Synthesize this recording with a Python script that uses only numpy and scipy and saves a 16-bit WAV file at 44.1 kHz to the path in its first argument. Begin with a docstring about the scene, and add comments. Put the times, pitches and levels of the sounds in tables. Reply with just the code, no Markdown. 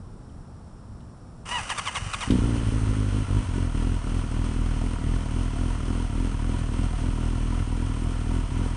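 """Starting a sport motorcycle

A four-cylinder bike starts on an open paved lot. The starter gears whine and sag each time a piston
squeezes its fuel and air. The engine catches, races, then sinks to an idle that keeps dipping and surging.
Each firing pushes gas down the pipe with a thud, some of them weak, over the clatter of valves, chain
and clutch. Light wind and far insects lie behind."""
import sys
import numpy as np
from scipy import signal
from scipy.fft import rfft, irfft, next_fast_len
from scipy.io import wavfile
from scipy.ndimage import map_coordinates

SR = 44100
rng = np.random.default_rng(int(sys.argv[2]) if len(sys.argv) > 2 else 0)


def wav_out(sig):
    """Save sig, one row per channel (or a flat mono array), as 16-bit PCM at SR to the path in sys.argv[1]."""
    wavfile.write(sys.argv[1], SR, np.round(np.clip(np.atleast_2d(sig).T, -1, 1) * 32767).astype(np.int16))


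N = 386492

# the four cylinders differ a little, one value each: (strength [dB]) and (delay in the pipe [s])
CYLINDER_DB = [0.052, -0.74, 0.094, 0.21]
CYLINDER_DELAY_S = [0, .0003, 0, .0004]
# firings that burn poorly: (time [s], change in strength [dB], share of gas pushed out late [0-1])
MISFIRES = [(2.371, -11, .3), (2.404, -16, .3), (2.595, -5, 0), (2.65, -9, 0), (2.704, -9, 0),
            (2.8, -8.5, 0), (2.86, -3, .35), (2.95, -6, 0), (3.1, -6, .3), (3.245, -9, .45),
            (3.265, -16, .45), (3.42, -2, .35), (3.44, -4.5, .4), (3.46, -14, .35), (3.51, -9, .1),
            (3.72, -7, 0), (3.99, -9, 0), (4.015, -12, 0), (4.21, -12, .1), (4.28, -7.5, 0),
            (4.96, -8.5, .4), (4.985, 0, .3), (5.205, 0, .42), (5.52, -4, 0), (5.7, -6.5, 0),
            (5.77, 0, .35), (5.795, 0, .3), (5.87, -6.5, 0), (6.08, -4, .15), (6.58, -6, .1),
            (6.88, -12, 0), (6.96, -6, .1), (7.66, -9.5, 0), (7.86, -4, 0), (8.15, -6, 0), (8.41, 0, .35),
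            (8.475, -6, .35), (8.5, 0, .42), (8.69, -11, 0)]
# unburnt gas leaves the pipe while the starter turns: (time [s], relative level [dB])
PUFFS = [(1.608, -9), (1.973, -9), (2.02, -2.5), (2.063, -3), (2.146, -6.5)]
# tone of the silencer's boom, the tailpipe's bark and the rasp of gas: (frequency [Hz], gain [dB])
BOOM_TONE = [(5, -79.5), (22, -48.5), (33, 0.5), (42, 0.5), (57, -5.5), (72, -8), (98, 0), (120, -7.5),
             (145, -10), (175, -15), (300, -45), (1500, -73.5)]
BARK_TONE = [(20, -70.5), (130, -23.5), (190, 1.5), (225, -5.5), (260, 1.5), (300, -6), (340, -11.5),
             (420, -18), (520, -23), (700, -37.5), (900, -46), (4000, -62.5)]
RASP_TONE = [(100, -51.5), (250, -16), (360, 2), (480, -3), (620, -12.5), (900, -26.5), (4000, -53.5)]
# how hard each is driven: (idle level [dB], start-up boost [dB], boost fade [s], idle swing [dB])
BOOM_EFFORT = (0.2, 7.3, .5, 2.2)
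BARK_EFFORT = (2, 22.2, 0.26, 5.5)
RASP_EFFORT = (-22.5, 9.5, 0.77, 8)


def exhaust(angle, swing, boom_db=30, bark_db=17, gush_db=-32, gush_s=.007, scatter_db=1.4244,
            jitter_s=.00055):
    """Each firing sends a pulse and a gush of gas down the pipe; the pulse's sharp front barks."""
    times = moments(angle, 0.9973)
    uneven = 1 - np.exp(-(times - times[0]) / .3)  # random scatter grows in after the first firings
    chance = uneven[:, None] * rng.standard_normal((len(times), 2))
    size_db, front_db, rasp_db = (np.interp(times, np.arange(N) / SR, effort_db(swing, *effort))
                                  for effort in (BOOM_EFFORT, BARK_EFFORT, RASP_EFFORT))
    burn_db = np.resize(CYLINDER_DB, len(times)) + scatter_db * chance[:, 0]
    size_db[0] -= 3.5  # the first firing only half burns
    front_db[0] -= 14.5
    rasp_db[0] -= 14.5
    front_db[1] += 2.5  # the next lights the fuel left in the pipe and barks harder
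    late = np.zeros(len(times))
    for s, loss_db, share in MISFIRES:
        nearest = np.argmin(abs(times - s))
        burn_db[nearest] += loss_db
        late[nearest] = share
    # the valve opens just before the piston ends its stroke; the bark follows once it is wide open
    opening = times - .0051 + np.resize(CYLINDER_DELAY_S, len(times)) + jitter_s * chance[:, 1]
    wide_open = opening + .0022
    gas = amp(.35 * burn_db + size_db + boom_db)  # a poor burn still pushes gas, so it loses less boom
    push = pulses(opening, gas * (1 - late))
    # late gas leaves halfway to the next firing, so the thud breaks into a flutter
    push += pulses(opening + np.gradient(times) / 2, gas * late)
    puff_times, puff_db = np.transpose(PUFFS)
    push += pulses(puff_times, amp(puff_db + boom_db))
    gush = bursts(pulses(opening, amp(size_db + boom_db + gush_db)), gush_s)
    boom = coloured(push + gush, BOOM_TONE)
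    bark = coloured(pulses(wide_open, amp(burn_db + front_db + bark_db)), BARK_TONE)
    rasp = coloured(bursts(pulses(wide_open, amp(burn_db + rasp_db)), gush_s), RASP_TONE)
    # the air intake box hums for an instant at 3 s
    hum = amp(-7.5) * gate(3, 3, .02, .02) * resonant(boom, [(106, 42, 0)])
    return boom + bark + rasp + hum


# the engine stumbles and surges back: (time [s], depth [0-1])
STUMBLES = [(2.38, .08), (2.66, .25), (2.86, .15), (3.08, .32), (3.26, .58), (3.459, .32), (3.71, .8),
            (4.01, .8), (4.28, .45), (4.719, .3), (4.98, .67), (5.26, .5), (5.51, .74), (5.78, .55),
            (6.08, .8), (6.359, .55), (6.66, .66), (6.94, .5), (7.151, .2), (7.4, .2), (7.67, .45),
            (7.93, .3), (8.19, .45), (8.46, .9), (8.75, .7)]


def idle_swing(half_length_s=.06):
    """The rise and fall of the engine's power: each stumble is a dip between two surges."""
    t, swing = np.arange(N) / SR, np.zeros(N)
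    for s, depth in STUMBLES:
        near = slice(max(int((s - .5) * SR), 0), int((s + .5) * SR))
        offset = (t[near] - s) / half_length_s
        swing[near] -= depth * (1 - offset ** 2) * np.exp(-offset ** 2 / 2)
    return swing


# engine speed before the stumbles are added: (time [s], speed [firings per second])
ENGINE_SPEED = [(2.279, 30.47), (2.33, 62.6), (2.36, 62.25), (2.43, 58.23), (2.6, 56.24), (2.9, 52.36),
                (3.2, 49.79), (3.36, 51.2), (3.52, 44.04), (3.75, 41.04), (4.1, 40.48), (4.5, 40.15),
                (5.0, 40.18), (5.7, 40.65), (6.4, 40.87), (7.0, 40.54), (7.8, 41.0), (8.76, 40.09)]


def crank_angle(swing, swing_share=.128, flywheel_lag_s=.03):
    """How far the engine has turned, counted in firings; the heavy flywheel follows the swing late."""
    t = np.arange(N) / SR
    speed = curve(ENGINE_SPEED) * (1 + swing_share * np.interp(t - flywheel_lag_s, t, swing))
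    running = t >= ENGINE_SPEED[0][0]
    return np.cumsum(speed * running) / SR


def effort_db(swing, idle_db, boost_db, fade_s, swing_db, fade_from_s=2.1757):
    """A level that is high as the engine catches, sinks to idle and follows the swing."""
    age = np.maximum(np.arange(N) / SR - fade_from_s, 0)
    return idle_db + boost_db * np.exp(-age / fade_s) + swing_db * swing


# the starter strains against a piston: (time [s], length [s], start pitch [Hz], middle pitch [Hz],
# end pitch [Hz], relative howl [dB], relative grind [dB])
STROKES = [(1.488, .134, 860, 975, 670, -30.3, -39), (1.690, .044, 1330, 1010, 800, -28.5, -34),
           (1.774, .029, 1320, 1130, 1020, -29, -32), (1.855, .046, 1340, 1070, 880, -30.5, -34.5),
           (1.946, .043, 1340, 1080, 800, -29, -34.5), (2.130, .021, 1380, 1240, 1080, -30, -35.5),
           (2.205, .042, 1340, 1110, 900, -31, -36)]
# the howl at 1, 2, 3... 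times the rate at which the teeth meet: (level [dB])
GEAR_HARMONICS = [0, -5, -5.5, -21, -25]
# loose gears snap together: (time [s], relative level [dB])
CLACKS = [(1.457, -39), (1.489, -30), (1.592, -36), (1.612, -35.5), (1.633, -31.5), (1.702, -23),
          (1.783, -25), (1.882, -34.5), (1.952, -29.5), (1.969, -28.5), (2.136, -27.5), (2.207, -27.5),
          (2.233, -32)]
# tone of the scraping teeth: (frequency [Hz], gain [dB])
TEETH_TONE = [(240, -28), (400, -9), (743, -1), (850, 1), (1110, 6), (1520, -0.5), (1990, 1.5),
              (2270, -2.5), (2750, -1.5), (3150, -4), (3500, -8.5), (4170, -12), (5910, -8), (7050, -11),
              (8860, -6), (10000, -13), (13000, -39), (22000, -120)]
# notes at which the starter's housing rings: (frequency [Hz], width [Hz], gain [dB])
HOUSING_NOTES = [(960, 31, -20), (1119, 32, -7), (1667, 32, 9.5), (1917, 25, 1), (2068, 25, 6),
                 (2567, 70, 3.5), (2850, 90, 6), (3900, 39, 0), (4520, 52, 13), (5680, 53, 5),
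                 (8400, 62, 9), (9045, 64, 7.5)]


def starter(on_s=1.451, off_s=2.275, whirr_db=-38, free_spin_hz=1160, knocks_per_s=420):
    """The gears whirr; each squeeze of a piston slows them, so that they clack, howl and grind."""
    howl, grind = np.zeros(N), np.zeros(N)
    shake = wobble(350)
    for s, length, start_hz, middle_hz, end_hz, howl_db, grind_db in STROKES:
        progress = np.linspace(0, 1, int(length * SR))
        span = slice(round(s * SR), round(s * SR) + len(progress))
        pitch = np.polyval(np.polyfit([0, .5, 1], [start_hz, middle_hz, end_hz], 2), progress)
        pitch *= 1 + .0013 / length * shake[span]  # short, hard strokes shake the teeth most
        phase = 2 * np.pi * np.cumsum(pitch) / SR
        tone = sum(amp(db) * np.sin(k * phase) for k, db in enumerate(GEAR_HARMONICS, 1))
        force = np.sin(np.pi * progress).clip(0)
        howl[span] += amp(howl_db) * force * tone
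        grind[span] += amp(grind_db) * np.sqrt(force)
    whirr = amp(whirr_db) * gate(on_s, off_s, attack=.012, release=.035)
    bite = amp(2.5 * wobble(420))  # the teeth grip unevenly
    times, db = np.transpose(CLACKS)
    clacks = bursts(pulses(times, amp(db - 1.5)), life=.005)
    knocks = (rng.random(N) < knocks_per_s / SR) * rng.choice([-1, 1], N)
    grit = unit(knocks * rng.uniform(0.62, 1, N))
    pressure = whirr + amp(-2) * grind
    # knocks between the teeth and the howl both ring the engine case
    case = ringing(amp(-3) * pressure * grit + amp(-23.5) * howl, ring_s=.0322)
    scrape = amp(-5) * pressure * rng.standard_normal(N)
    teeth = recoloured(scrape + case + clacks, TEETH_TONE)
    free_spin = np.sin(2 * np.pi * np.cumsum(free_spin_hz * (1 + 0.03664 * wobble(120))) / SR)
    howl *= bite
    # the housing squeals whenever the howl slides past one of its notes
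    housing = resonant(amp(-3) * howl + amp(-13) * teeth, HOUSING_NOTES)
    return amp(.3) * howl + housing + teeth + amp(-15) * whirr * free_spin


# the first firings spit from the pipe: (time [s], level [dB])
SPITS = [(2.286, -39.5), (2.307, -31), (2.329, -42)]
# tone of that hiss: (frequency [Hz], gain [dB])
SPIT_TONE = [(400, -22.5), (1200, 0), (3300, 1), (4300, -6.5), (6000, -11.5), (10000, -14), (22000, -79)]


def spit():
    """Gas hisses briefly out of the pipe as the engine catches."""
    times, db = np.transpose(SPITS)
    return recoloured(bursts(pulses(times, amp(db)), life=.009), SPIT_TONE)


# tone of the engine's casing: (frequency [Hz], gain [dB])
CASING_TONE = [(260, -18), (450, 3), (631, 2), (709, 3), (839, 1), (1030, 3), (1450, 2), (1580, -4),
               (1850, -4), (3110, 0.5), (3800, -11), (4800, -11), (6350, -7), (7140, -13.5), (8900, -6),
               (10000, -17.5), (13000, -66.5), (22000, -120)]
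# notes at which its covers ring: (frequency [Hz], width [Hz], gain [dB])
COVER_NOTES = [(930, 74, 3.5), (1749, 13, 2), (1931.5, 30, -0.5), (3047, 41, -4), (3901, 80, -6),
               (5710, 48, -8), (6214, 100, -4), (8507, 110, -7), (9165, 116, -4.5)]
# strength of the clatter: (idle level [dB], start-up boost [dB], boost fade [s], idle swing [dB])
CLATTER_EFFORT = (-46.5, 4, 0.4, 1.65)


def valve_gear(angle, swing, rush_db=-3, tick_db=-8, head_db=-3, cover_db=-9, scatter_db=1.8, lag_s=.005):
    """Chain and gears rush harder after each firing; valves tick shut and ring the covers."""
    t = np.arange(N) / SR
    throb = amp(.5 * np.cos(2 * np.pi * np.interp(t - lag_s, t, angle)) + 0.38 * wobble(25))
    rush = unit(throb * rng.standard_normal(N))
    times = moments(angle, 2)
    chance = rng.standard_normal((len(times), 2))
    sizes = amp(scatter_db * chance[:, 0] + np.resize([0, -4], len(times)))  # every other tick is softer
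    taps = pulses(times + lag_s + .0012 * chance[:, 1], sizes)
    ticks = unit(bursts(taps, life=.016))
    head = unit(ringing(taps, ring_s=.259))  # the metal block on top of the cylinders
    layers = [(rush, rush_db), (ticks, tick_db), (head, head_db)]
    casing = sum(amp(db) * unit(coloured(x, CASING_TONE)) for x, db in layers)
    covers = amp(cover_db) * unit(resonant(.5 * rush + ticks, COVER_NOTES))
    running = np.clip(angle, 0, 1)
    return running * amp(effort_db(swing, *CLATTER_EFFORT)) * (casing + covers)


# notes at which the chain's guide rings: (frequency [Hz], width [Hz], gain [dB])
GUIDE_NOTES = [(1126, 61, -1), (1265.6, 90, 0.5), (1368.7, 80, 1), (1472, 37, -1), (1720, 120, -9)]


def cam_chain(angle, slap_db=-51, lag_s=.003):
    """Each firing jerks the chain that drives the valves against its guide."""
    return amp(slap_db) * knocking(moments(angle, 0.999) + lag_s, GUIDE_NOTES, life=.0095)


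# notes at which the clutch's drum rings: (frequency [Hz], width [Hz], gain [dB])
CLUTCH_NOTES = [(693.3, 15.9, 0), (738.6, 20.1, -2), (955, 34, 1.5)]


def clutch(angle, rattle_db=-51, lag_s=.004, from_s=3.04):
    """Once the speed has sunk, the clutch's loose drum knocks at every second firing."""
    fade_in = gate(from_s, N / SR, attack=.34, release=1)
    return amp(rattle_db) * fade_in * knocking(moments(angle, .5) + lag_s, CLUTCH_NOTES, life=.008)


# the handlebar switches are pressed: (time [s], relative level [dB])
CLICKS = [(.295, -52), (1.004, -45)]


def switches():
    """Switches snap and ring faintly before the start."""
    times, db = np.transpose(CLICKS)
    snaps = bursts(pulses(times, amp(db + 2)), life=.012)
    return resonant(snaps, [(3050, 220, 0), (3750, 400, -9)])


# tone of wind and far traffic: (frequency [Hz], gain [dB])
AIR_TONE = [(13, -17.5), (22, 0.5), (102, 0), (143, -3.5), (204, -8), (232, -6), (264, -11.5), (418, -19),
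            (1260, -24.5), (2150, -41), (4760, -44), (5410, -54.5), (6640, -48.5), (7170, -42.5),
            (10000, -41.5), (13000, -73.5), (22000, -120)]


def outdoors(air_db=-42, insects_db=-72):
    """A steady, soft rush of air and the thin hiss of far insects."""
    air = unit(coloured(rng.standard_normal(N), AIR_TONE))
    chirr = [(5466, 890, 0)]
    insects = unit(resonant(resonant(rng.standard_normal(N), chirr), chirr))
    return amp(air_db) * air + amp(insects_db) * insects


def amp(db):
    """Turns decibels into a gain."""
    return 10 ** (np.asarray(db) / 20)


def unit(x):
    """Scales x to an average (rms) level of 1."""
    return x / np.sqrt(np.mean(x ** 2) + 1e-20)


def curve(rows):
    """Joins (time [s], value) points into one value per sample."""
    return np.interp(np.arange(N) / SR, *np.transpose(rows))


def wobble(rate):
    """A smooth curve through rate random points a second."""
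    return map_coordinates(rng.standard_normal(int(N * rate / SR) + 4), [np.arange(N) * rate / SR])


def gate(start, end, attack, release):
    """A gain that rises from start and dies away from end; all in seconds."""
    t = np.arange(N) / SR
    return (1 - np.exp(-np.maximum(t - start, 0) / attack)) * np.exp(-np.maximum(t - end, 0) / release)


def moments(angle, per_firing):
    """Times of something that the engine does per_firing times a firing."""
    marks = np.arange(int(angle[-1] * per_firing) + 1) / per_firing
    return np.searchsorted(angle, marks, side="right") / SR


def pulses(times, sizes):
    """One sharp spike at each time."""
    index = np.maximum(np.round(times * SR).astype(int), 0)
    return np.bincount(index, sizes, N)[:N]


def bursts(train, life):
    """Each spike becomes a puff of noise that dies in about life seconds."""
    envelope = signal.lfilter([1], [1, -np.exp(-1 / (life * SR))], train)
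    return envelope * rng.standard_normal(N)


def knocking(times, notes, life, jitter_s=.0012, scatter_db=1):
    """Slightly uneven knocks; each rings the notes differently."""
    chance = rng.standard_normal((len(times), 2))
    blows = pulses(times + jitter_s * chance[:, 0], amp(scatter_db * chance[:, 1]))
    return unit(resonant(bursts(blows, life), notes))


def ringing(x, ring_s):
    """Cast metal rings at many notes at once, fading by 60 dB in ring_s."""
    t = np.arange(SR // 5) / SR
    body = rng.standard_normal(len(t)) * amp(-60 * t / ring_s)
    return signal.fftconvolve(x, body / np.linalg.norm(body))[:N]


def resonant(x, notes):
    """Lets x ring at (frequency [Hz], width [Hz], gain [dB]) notes."""
    m = next_fast_len(N + SR // 2)
    f = np.fft.rfftfreq(m, 1 / SR)
    response = sum(amp(db) * 1j * f * width / (hz * hz - f * f + 1j * f * width)
                   for hz, width, db in notes)
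    return irfft(rfft(x, m) * response, m)[:N]


def coloured(x, tone):
    """Filters x by a (frequency [Hz], gain [dB]) curve."""
    m = 2 * next_fast_len(N // 2 + SR // 2)
    hz, db = np.transpose(tone)
    log_gain = np.log(amp(np.interp(np.log(np.fft.rfftfreq(m, 1 / SR) + 1), np.log(hz), db)))
    cepstrum = irfft(log_gain, m)
    cepstrum[1:m // 2] *= 2  # folded so that the filter rings only after a blow, never before
    cepstrum[m // 2 + 1:] = 0
    return irfft(rfft(x, m) * np.exp(rfft(cepstrum)), m)[:N]


def recoloured(x, tone):
    """Like coloured, but plain noise keeps its level."""
    return coloured(x, tone) / np.std(coloured(rng.standard_normal(N), tone))


def scene():
    """Starter, exhaust and engine clatter in the open air, in mono."""
    swing = idle_swing()
    angle = crank_angle(swing)
    clatter = valve_gear(angle, swing) + cam_chain(angle) + clutch(angle)
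    return (switches() + starter() + spit() + exhaust(angle, swing) + clatter + outdoors())[None]


def record(dry, top_hz=10100):
    """Cuts away the treble above top_hz."""
    m = next_fast_len(N + SR // 2)
    return irfft(rfft(dry, m) * (np.fft.rfftfreq(m, 1 / SR) < top_hz), m)[..., :N]


dry = scene()
out = record(dry)
wav_out(out)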